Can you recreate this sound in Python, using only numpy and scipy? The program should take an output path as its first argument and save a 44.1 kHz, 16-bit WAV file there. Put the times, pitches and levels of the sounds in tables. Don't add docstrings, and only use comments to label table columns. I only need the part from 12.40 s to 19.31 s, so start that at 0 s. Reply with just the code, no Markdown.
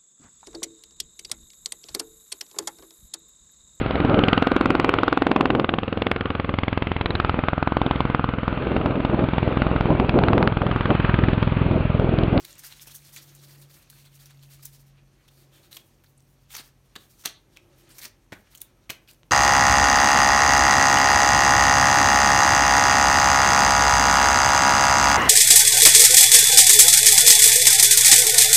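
import sys
import numpy as np
from scipy import signal
from scipy.fft import rfft, irfft, next_fast_len
from scipy.io import wavfile
from scipy.ndimage import uniform_filter1d, map_coordinates

SR = 44100
rng = np.random.default_rng(int(sys.argv[2]) if len(sys.argv) > 2 else 0)


def generate_wav(sig):
    pcm = np.round(np.clip(np.atleast_2d(sig).T, -1, 1) * 32767).astype(np.int16)
    wavfile.write(sys.argv[1], SR, pcm)


def linear_from_db(decibels):
    return 10 ** (np.asarray(decibels, float) / 20)


N = 304718


def unit(x):
    return x / np.sqrt(np.mean(x ** 2) + 1e-20)


def along(points, hz):
    f, v = np.transpose(points)
    return np.interp(np.log(hz + 1), np.log(f + 1), v)


def curves(rows):
    s, *columns = np.transpose(rows)
    return [np.interp(np.arange(N) / SR, s, column) for column in columns]


def wobble(rate):
    return map_coordinates(rng.standard_normal(int(N * rate / SR) + 4), [np.arange(N) * rate / SR])


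def filtered(x, response):
    m = next_fast_len(len(x) + 2048)
    return irfft(rfft(x, m) * response(np.fft.rfftfreq(m, 1 / SR)), m)[:len(x)]


def band(hz, low_hz, high_hz):
    return 1 / np.sqrt((1 + (low_hz / (hz + 1)) ** 6) * (1 + (hz / high_hz) ** 6))


def patchy(patchy_db):
    z = signal.stft(rng.standard_normal(N), nperseg=256)[2]
    field = uniform_filter1d(rng.standard_normal(z.shape), size=7, axis=0)
    field = uniform_filter1d(field, size=9, axis=1)
    return signal.istft(z * linear_from_db(patchy_db * unit(field)), nperseg=256)[1][:N]


def region_levels(db, bright_db, body_db):
    return db - bright_db, db + body_db, db + bright_db


# (frequency [Hz], level [dB per Hz])
FILM_COLOUR = [(410, -15), (700, -13.5), (1120, -13), (1710, -10.5), (1920, -11), (2730, -8.5), (4260, -3),
               (4990, -1.5), (6070, -3), (10300, 0), (12500, 0), (15200, 0), (16000, -5.5)]
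# (low edge [Hz], high edge [Hz])
HAND_REGIONS = [
    (700, 2500),
    (2500, 7000),
    (7000, 17000),
]
# (time [s], length [s], level [dB], brightness [dB])
ROLLS = [(.005, 0.011, -54, 2), (0.052, 0.0081, -46, 0), (.195, 0.017, -55.5, 11.5),
         (0.26, 0.051, -52, 6.5), (0.321, 0.039, -54.5, 0), (0.408, .014, -59.5, -2),
         (0.425, 0.033, -54, 6.5), (0.478, 0.015, -53.5, 9), (0.517, 0.022, -55, 6),
         (0.559, 0.033, -56.5, 11.5), (0.675, 0.057, -60.5, 4), (0.744, 0.036, -57.5, 8),
         (0.781, 0.035, -53.5, 0.5), (0.83, 0.032, -60.5, 7.5), (0.956, 0.014, -64.5, 12),
         (1.045, 0.032, -58.5, 2.5), (1.226, 0.022, -59.5, 4.5), (1.313, 0.034, -62, 3.5),
         (1.346, 0.025, -60, 4), (1.156, 0.013, -65, 3), (1.505, 0.011, -56.5, 9), (1.661, 0.021, -62, 2),
         (1.758, 0.023, -65.5, 10), (1.813, 0.043, -62.5, 4), (1.865, 0.019, -59, 5),
         (1.909, 0.01, -58, -1), (2.035, 0.019, -60.5, 1.5), (2.131, 0.057, -59.5, 3.5),
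         (2.235, 0.018, -53.5, 6), (2.258, 0.015, -50, 9.5), (2.345, 0.042, -62.5, 5.5),
         (2.406, 0.038, -68, 6.5)]
# (time [s], length [s], level [dB], brightness [dB])
BRUSHES = [(1.107, 0.072, -62.5, 3.5), (1.573, 0.18, -65.5, 2), (1.428, 0.013, -61.5, 2),
           (2.479, 0.039, -75, 7), (2.932, 0.053, -72.5, 3.5), (3.001, 0.09, -68, 3.5),
           (3.251, 0.049, -65, 0), (4.262, 0.052, -66, 5.5), (4.712, 0.032, -67, 5.5),
           (5.402, 0.05, -70.5, 6.5), (5.57, 0.062, -62, 5), (6.125, 0.037, -66, 4.5),
           (6.72, 0.074, -70.5, 4)]
# (time [s], length [s], level [dB], brightness [dB], air gap [Hz])
PEELS = [(3.167, 0.083, -65, -1, 3300), (3.329, 0.029, -54.5, 3, 4150), (3.353, 0.029, -56, 5.5, 4180),
         (3.371, 0.0078, -46, 0, 2980), (3.397, 0.043, -65.5, -1, 3450), (4.107, 0.014, -56.5, 0.5, 3550),
         (4.129, 0.038, -53, 2.5, 3280), (4.145, 0.012, -48, -1, 5560), (4.168, 0.011, -42.5, 0, 5370),
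         (4.194, 0.038, -48, -1.5, 4740), (4.813, 0.055, -62.5, 4, 5980), (4.855, 0.0046, -46, 0, 3300),
         (4.858, 0.0074, -31.5, 0, 4200), (4.863, 0.024, -42, -4, 5800), (4.903, 0.03, -69, -11, 3700),
         (5.512, 0.026, -59, 2, 5000), (5.636, 0.045, -48, 3, 4300), (5.656, 0.017, -43.5, -1, 4830),
         (5.681, 0.014, -61, 5, 4570), (6.219, 0.01, -50.5, 5, 3600), (6.701, 0.043, -60, 1.5, 4500)]
# (time [s], length [s], level [dB], brightness [dB], air gap [Hz])
LANDINGS = [
    (4.563, 0.009, -47, -7, 4160),
    (4.625, 0.078, -66, 2, 3480),
    (5.169, 0.014, -60.5, -6, 3600),
    (5.931, 0.013, -50, -8, 2280),
    (5.947, 0.038, -66.5, -7, 1210),
    (5.989, 0.089, -72, 4, 1400),
    (6.503, 0.0087, -39.5, -4.5, 5800),
    (6.508, 0.015, -43.5, -0.5, 2120),
    (6.532, 0.013, -56.5, -5, 4000),
    (6.564, 0.038, -72, 0, 3280),
]
# (time [s], length [s], level [dB], brightness [dB], air gap [Hz])
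TOUCHES = [(0.236, .012, -55, -4, 1710), (0.762, 0.015, -51.5, 6, 6800), (4.838, .016, -54, -2, 6000),
           (5.601, .01, -52.5, -3, 2100), (0.18, 0.011, -57, 2, 5500), (0.648, 0.007, -58, 1, 9000),
           (2.879, .016, -62, 3, 5440), (3.639, 0.017, -63, -1.5, 1900), (4.1497, .011, -40, -1, 5600),
           (4.5547, 0.0062, -50.5, -4, 2700), (5.481, 0.0053, -66.5, -5, 5000),
           (5.491, 0.011, -66.5, 12, 9000), (5.583, 0.022, -48.5, 5.5, 5800),
           (5.9216, 0.0096, -50, -10, 1900), (6.146, 0.0045, -62, 3, 6000), (6.15, 0.0058, -52, 8, 3220),
           (6.154, 0.0095, -54.5, 8, 6500), (6.175, 0.015, -59, 7.5, 6500), (6.205, 0.0067, -59, 8, 6500),
           (6.494, 0.0063, -46, -5, 2400), (6.734, 0.0044, -61.5, 6, 9000), (6.745, .004, -66, 3, 5500)]


def slips():
    slip_body_db, body_db_per_oct = -4.5, 14
    cupped_hz = 2500
    grit_db = 3.1
    out, t = np.zeros(N + SR), np.arange(-SR // 16, SR // 16) / SR
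    flat = [(*row, 4000 + 192 * row[3]) for row in ROLLS + BRUSHES]
    events = [(row, False) for row in flat + PEELS + LANDINGS] + [(row, True) for row in TOUCHES]
    for (s, length, level_db, bright_db, gap_hz), sudden in events:
        steps = rng.standard_normal(len(t) // 24 + 1).clip(-2, 1.7)
        grains = linear_from_db(grit_db * np.repeat(steps, 24)[:len(t)])
        white = grains * rng.standard_normal(len(t))
        if sudden:
            swell = (t >= 0) * np.exp(-(t / (0.66 * length)) ** 2)
        else:
            shape = np.clip(length / 0.03, 0.75, 1.5) * np.where(t < 0, 2.8, 1.4)
            swell = np.exp(-(np.abs(t) / (0.53 * length)) ** shape)

        def cavity(f):
            return linear_from_db(along(FILM_COLOUR, f)) * (1 + 1.36 / (1 + ((f - gap_hz) / (0.1 * gap_hz)) ** 2))

        body_db = slip_body_db + body_db_per_oct * min(0, np.log2(gap_hz / cupped_hz))
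        levels = region_levels(level_db, bright_db, body_db)
        parts = [linear_from_db(db) * unit(filtered(white, lambda f: cavity(f) * band(f, *edges)))
                 for db, edges in zip(levels, HAND_REGIONS)]
        out[round(s * SR):][:len(t)] += swell * sum(parts)
    return out[SR // 16:][:N]


# (time [s], effort [dB], brightness [dB])
RUB = [(0.0, -50.5, 3), (0.4, -55, 1), (0.52, -50.5, 5.5), (0.66, -57, 1.5), (2.2, -59.5, 3.5),
       (2.31, -58.5, 4), (2.5, -70, -6.5), (3.3, -65.5, 4), (3.7, -71.5, 7), (4.04, -70, 2), (4.18, -52, 1),
       (4.39, -75.5, 1), (4.73, -63, 3.5), (5.0, -72.5, 1), (5.5, -61, -6.5), (5.75, -73.5, 2),
       (6.15, -67, -8.5), (6.91, -82, 12)]


def rubbing():
    jerk = 2 * wobble(30) + 0.69 * wobble(110)
    ticks = rng.random(N) < 600 / SR
    ticks = ticks * linear_from_db(np.minimum(4 * rng.exponential(size=N), 9)) * rng.choice([-1, 1], N)
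    out = np.zeros(N)
    for level_db, (low, high) in zip(region_levels(*curves(RUB), body_db=3), HAND_REGIONS):
        slip = linear_from_db(jerk + 3.9 * wobble(30)) * (patchy(patchy_db=1.5) + 0.13 * unit(ticks))
        coloured = filtered(slip, lambda f: linear_from_db(along(FILM_COLOUR, f)) * band(f, low, high))
        out += linear_from_db(level_db - 9.0) * unit(coloured)
    return out


# (time [s], ring [dB], ring pitch [Hz], crack [dB])
SNAPS = [(0.051, -39, 4030, -21), (0.108, -32, 5300, -48), (0.3248, -27.5, 4040, -48),
         (0.3965, -28, 3600, -52), (0.4724, -38, 3080, -36), (0.9506, -55, 6600, -36),
         (1.2235, -45, 2410, -39), (1.5006, -35, 4230, -36), (1.858, -31, 5700, -48),
         (2.255, -67, 6030, -20), (3.329, -24, 4040, -50), (3.37, -27, 3160, -28), (3.6383, -47, 2330, -51),
         (3.805, -42, 8000, -57), (4.167, -27, 4500, -31.5), (4.1814, -24, 4450, -33.5),
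         (4.1956, -24.5, 3770, -38), (4.5622, -25.5, 6900, -41), (4.8588, -12, 3400, -16),
         (5.177, -44, 2280, -60), (3.349, -32, 5000, -40), (3.361, -50, 9000, -36), (5.584, -38, 6220, -36),
         (5.655, -19, 6160, -42), (6.1506, -31, 3240, -34), (6.217, -31, 3596, -16),
         (6.5035, -22, 5850, -19),
         (.129, -29, 7000, -56), (.155, -32, 8200, -56), (.28, -33, 6500, -46), (.65, -46, 7500, -52),
         (3.707, -62, 9000, -58), (3.825, -46, 8800, -66), (4.8582, -7.5, 5840, -16),
         (5.639, -41, 2610, -38.5), (6.177, -45, 6500, -42), (5.566, -42, 6000, -44),
         (5.62, -38, 5000, -42), (6.2135, -38, 6970, -32), (6.677, -34, 3300, -66), (6.712, -39, 6540, -37)]


def snaps():
    out, t = np.zeros(N + SR), np.arange(-64, SR // 40) / SR
    attack_t60_s, ring_t60_s, crack_t60_s = 0.0018, 0.0067, 0.032
    for s, ring_db, hz, crack_db in SNAPS:
        white = rng.standard_normal((2, len(t)))
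        breath = unit(filtered(white[0], lambda f: band(f, hz / 1.42, hz * 1.2)))
        ring = 0.49 * np.cos(2 * np.pi * hz * t) + 0.32 * breath
        hiss = unit(filtered(white[1], lambda f: band(f, 8500, 14500)))
        crack = 0.25 * np.cos(2 * np.pi * 11800 * t) + 0.75 * hiss
        crack = linear_from_db(-60 * np.abs(t) / crack_t60_s) * crack
        fade = linear_from_db(-60 * np.where(t < 0, -t / attack_t60_s, t / ring_t60_s))
        for db, part in ((ring_db - 6.5, fade * ring), (crack_db - 0.8, fade * crack)):
            out[round(s * SR):][:len(t)] += linear_from_db(db) * part / np.abs(part).max()
    return out[64:][:N]


# (time [s], peak [dB], low edge [Hz], high edge [Hz], t60
# [s])
PATS = [
    (0.473, -43.5, 300, 990, 0.048),
    (3.367, -51, 500, 1500, 0.094),
    (4.148, -45.5, 550, 1200, 0.075),
    (4.198, -44, 198.5, 800, 0.079),
    (4.563, -39, 69.6, 700, 0.065),
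    (4.857, -33, 193, 915, 0.11),
    (5.653, -45, 198, 700, 0.1),
    (5.9253, -30.5, 99, 570, 0.07),
    (6.499, -36, 80.4, 590, 0.13),
    (6.8325, -40.5, 600, 5200, 0.0047),
]


def pats():
    out, t = np.zeros(N + SR), np.arange(-SR // 50, SR // 7) / SR
    for s, db, low_hz, high_hz, t60 in PATS:
        puff = rng.standard_normal(len(t)) * linear_from_db(-60 * np.abs(t) / t60) * (t > 0)
        u = np.maximum(t, 0) * high_hz * 3.0
        push = -u * np.exp(-u)
        for gain, stroke in ((0.9, push), (0.6, puff)):
            part = filtered(stroke, lambda f: band(f, low_hz, high_hz))
            out[round(s * SR):][:len(t)] += linear_from_db(db) * gain * part / np.abs(part).max()
    return out[SR // 50:][:N]


# (time [s], peak [dB], ring pitch [Hz])
POPS = [
    (.0512, -29, 4000),
    (0.765, -31, 2400),
    (.9505, -40, 7000),
    (3.368, -28, 3270),
    (4.1512, -26, 5600),
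    (4.8907, -30, 4170),
    (5.1718, -29, 2470),
    (5.9255, -43, 1610),
    (6.499, -20, 2500),
    (6.5034, -22, 3000),
]


def pops():
    out, t = np.zeros(N + SR), np.arange(SR // 50) / SR
    for s, db, hz in POPS:
        spike = np.exp(-t / 0.00007) * np.cos(2 * np.pi * 6000 * t)
        ring = 0.64 * linear_from_db(-60 * t / 0.0074) * np.sin(2 * np.pi * hz * t)
        out[round(s * SR):][:len(t)] += linear_from_db(db) * (spike - ring)
    return out[:N]


# (start [s], length [s], level [dB], first [Hz], last
# [Hz])
POCKETS = [(0.239, 0.017, -52, 1760, 1670), (0.244, .028, -49, 4500, 9500), (.41, 0.02, -51, 5000, 9000),
           (0.474, 0.021, -52, 2700, 3300), (.505, 0.035, -54, 3200, 5500), (0.544, 0.03, -44, 13500, 9500),
           (0.547, 0.026, -54, 3180, 6560), (.765, 0.011, -46.5, 2286, 2005),
           (.768, 0.028, -47.5, 4400, 4000), (0.77, 0.02, -46, 6700, 7150), (1.044, 0.015, -58, 4480, 4500),
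           (1.105, 0.027, -57, 5400, 5240), (1.22, 0.027, -62, 4380, 4230),
           (1.65, 0.042, -60.5, 4000, 3700), (1.79, 0.031, -62, 4200, 3820), (1.906, .02, -62, 4210, 3900),
           (2.881, .015, -57, 3120, 3330), (3.377, .015, -58, 3400, 3600), (3.658, .018, -65, 4580, 4220),
           (3.775, .012, -59.5, 9150, 9000),
           (4.14, 0.038, -43, 6000, 5400), (4.166, .01, -39, 12400, 12300), (4.185, .02, -49, 4260, 4800),
            (4.561, .006, -38.5, 3290, 3570), (4.853, 0.013, -30, 4210, 4100),
            (4.857, 0.01, -33, 5900, 5780), (4.87, .025, -47, 5900, 6120), (4.872, 0.01, -38, 3200, 3500),
            (4.873, .01, -39, 4270, 4080), (4.894, 0.0057, -44, 4080, 3800),
            (4.915, 0.022, -58, 4000, 3470), (4.94, .05, -57, 3700, 3900), (5.172, .006, -60, 2480, 2170),
            (5.507, .045, -58, 8500, 8700), (5.583, .015, -52, 2190, 2100),
            (5.585, 0.015, -49, 12300, 12300), (5.617, 0.048, -51.5, 1980, 2150),
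            (5.927, 0.0047, -38, 1850, 1480), (5.923, 0.014, -46, 910, 800),
            (4.556, 0.012, -52.5, 1100, 1000), (5.939, 0.052, -56, 2010, 1394),
            (6.498, 0.0096, -33, 2490, 3210), (6.5, 0.016, -43, 4260, 4000),
            (6.503, .014, -46.5, 1490, 1380), (6.522, .03, -58, 2510, 2310),
            (6.681, 0.022, -55, 2790, 2620), (6.684, 0.019, -58, 4500, 4370)]


def pockets():
    out = np.zeros(N + SR)
    for s, length, db, first_hz, last_hz in POCKETS:
        u = np.arange(SR // 12) / SR / length
        progress = np.minimum(u, 1)
        white = rng.standard_normal((2, len(u)))
        a, b = (filtered(v, lambda f: band(f, 0, 0.17 * first_hz)) for v in white)
        turn = 2 * np.pi * np.cumsum(first_hz * (last_hz / first_hz) ** progress) / SR
        whistle = unit(a * np.cos(turn) + b * np.sin(turn))
        out[round(s * SR):][:len(u)] += linear_from_db(db) * np.sin(np.pi * progress ** 0.67) * whistle
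    return out[:N]


def crinkles():
    centre_hz, log_spread, cycles, over_effort_db = 4800, 0.5, 10, -4.5
    draw, t = rng.random((2000, 2)), np.arange(260) / SR
    at = (draw[:, 0] * N).astype(int)
    hz = centre_hz * np.exp(log_spread * rng.standard_normal((len(at), 1)))
    hz = np.clip(hz, 900, 14000)
    luck_db = -np.maximum(4 * np.log(draw[:, 1]), -10)
    size = linear_from_db(curves(RUB)[0][at] + over_effort_db + luck_db)[:, None]
    rings = size * np.sin(2 * np.pi * hz * t) * linear_from_db(-60 * t * hz / (3 * cycles))
    return np.bincount((at[:, None] + np.arange(len(t))).ravel(), rings.ravel(), N + SR)[:N]


# (frequency [Hz], t60 [s])
TILES = [(200, 0.44), (1500, 0.34), (4000, 0.26), (12000, 0.16)]


def kitchen(x):
    turn_s = 0.3
    out, step = np.zeros(N + 2 * SR), int(turn_s * SR)
    for k in range(0, N, step):
        hz, t, z = signal.stft(rng.standard_normal(SR // 2), SR, nperseg=256)
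        tail = signal.istft(z * linear_from_db(-60 * t / along(TILES, hz)[:, None]), SR, nperseg=256)[1]
        wet = signal.fftconvolve(x[k:k + step], tail / np.linalg.norm(tail))
        out[k + 250:][:len(wet)] += wet
    return out[:N]


# (time [s], level [dB])
DRONE = [(0, -63), (.15, -65.5), (1.25, -52), (1.41, -67), (1.52, -59), (2.0, -52.5), (2.68, -58),
         (2.8, -70), (2.98, -59), (3.37, -64.5), (3.5, -70.5), (3.7, -62), (4.31, -66), (5.2, -73),
         (5.36, -63.5), (6.0, -71.5), (6.91, -70)]


def drone():
    level_db, = curves(DRONE)
    hz = 143.2 - 2.05 * np.arange(N) / SR
    level = np.sqrt(2) * linear_from_db(level_db + 0.6 * wobble(9))
    return level * np.sin(2 * np.pi * np.cumsum(hz + 0.8 * wobble(12)) / SR)


# (frequency [Hz], level [dB])
HUM = [(40.5, -74), (48.6, -70), (93, -76.5), (99, -79.5)]


def hum():
    out = np.zeros(N)
    for hz, db in HUM:
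        level = np.sqrt(2) * linear_from_db(db + 2.5 * wobble(2))
        out += level * np.sin(2 * np.pi * np.cumsum(hz + 0.4 * wobble(3)) / SR)
    return out


# (time [s], half length [s], level [dB])
GUSTS = [
    (0.0, 0.2, 11),
    (1.068, 0.35, 9.5),
    (3.245, 0.34, 8.5),
    (5.417, 0.36, 11.5),
    (6.625, 0.54, 6),
]
# (frequency [Hz], level [dB per Hz])
RUMBLE = [(25, -40), (36, -14), (43, -6), (51, -8), (60, -9.5), (97, -7), (120, -6.5), (200, -19.5),
          (260, -14), (440, -120)]
# (frequency [Hz], width [Hz], level [dB])
DUCT = [(340, 31, 10), (570, 42, 3), (800, 18, -4.5), (1290, 36, -5)]
# (frequency [Hz], level [dB per Hz])
AIR = [(94, -27), (160, -3.5), (173, -7.5), (353, -11.5), (508, -15), (1020, -19.5), (1080, -19.5),
       (1330, -23), (1680, -23.5), (2470, -24), (3630, -30.5), (5990, -26), (7400, -32), (12500, -31),
       (16000, -48.5)]


def background():
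    rumble_db, duct_db, murmur_db = -68, -76, -67.5
    murmur_share = 0.23
    swell_db = sum(db * np.exp(-((np.arange(N) / SR - s) / half) ** 4) for s, half, db in GUSTS)

    def pipe(f):
        return sum(linear_from_db(db) / (1 + ((f - hz) / width) ** 2) for hz, width, db in DUCT)

    rumble = unit(filtered(rng.standard_normal(N), lambda f: linear_from_db(along(RUMBLE, f))))
    duct = unit(filtered(rng.standard_normal(N), pipe))
    murmur = unit(filtered(patchy(patchy_db=0.7), lambda f: linear_from_db(along(AIR, f))))
    air = linear_from_db(duct_db + swell_db) * duct + linear_from_db(murmur_db + murmur_share * swell_db) * murmur
    return linear_from_db(rumble_db) * rumble + air


def scene():
    hands = slips() + rubbing() + snaps() + pats() + crinkles() + pockets() + pops()
    echo = linear_from_db(-12.0) * kitchen(hands)
    return (hands + echo + drone() + hum() + background())[None]


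def band_limit(x):
    return signal.sosfilt(signal.butter(12, 16570, fs=SR, output="sos"), x)


# (frequency [Hz], width [Hz], depth [dB])
PORT = [(5000, 600, -4.5), (7600, 750, -3), (10350, 1100, -5.5)]


def record(dry):
    top_hz = 15950

    def port(f):
        dips_db = sum(db / (1 + ((f - hz) / width * 2) ** 2) for hz, width, db in PORT)
        return (f < top_hz) * linear_from_db(dips_db)

    mix = filtered(dry[0], port)[None]
    return band_limit(mix)


dry = scene()
out = record(dry)
generate_wav(out)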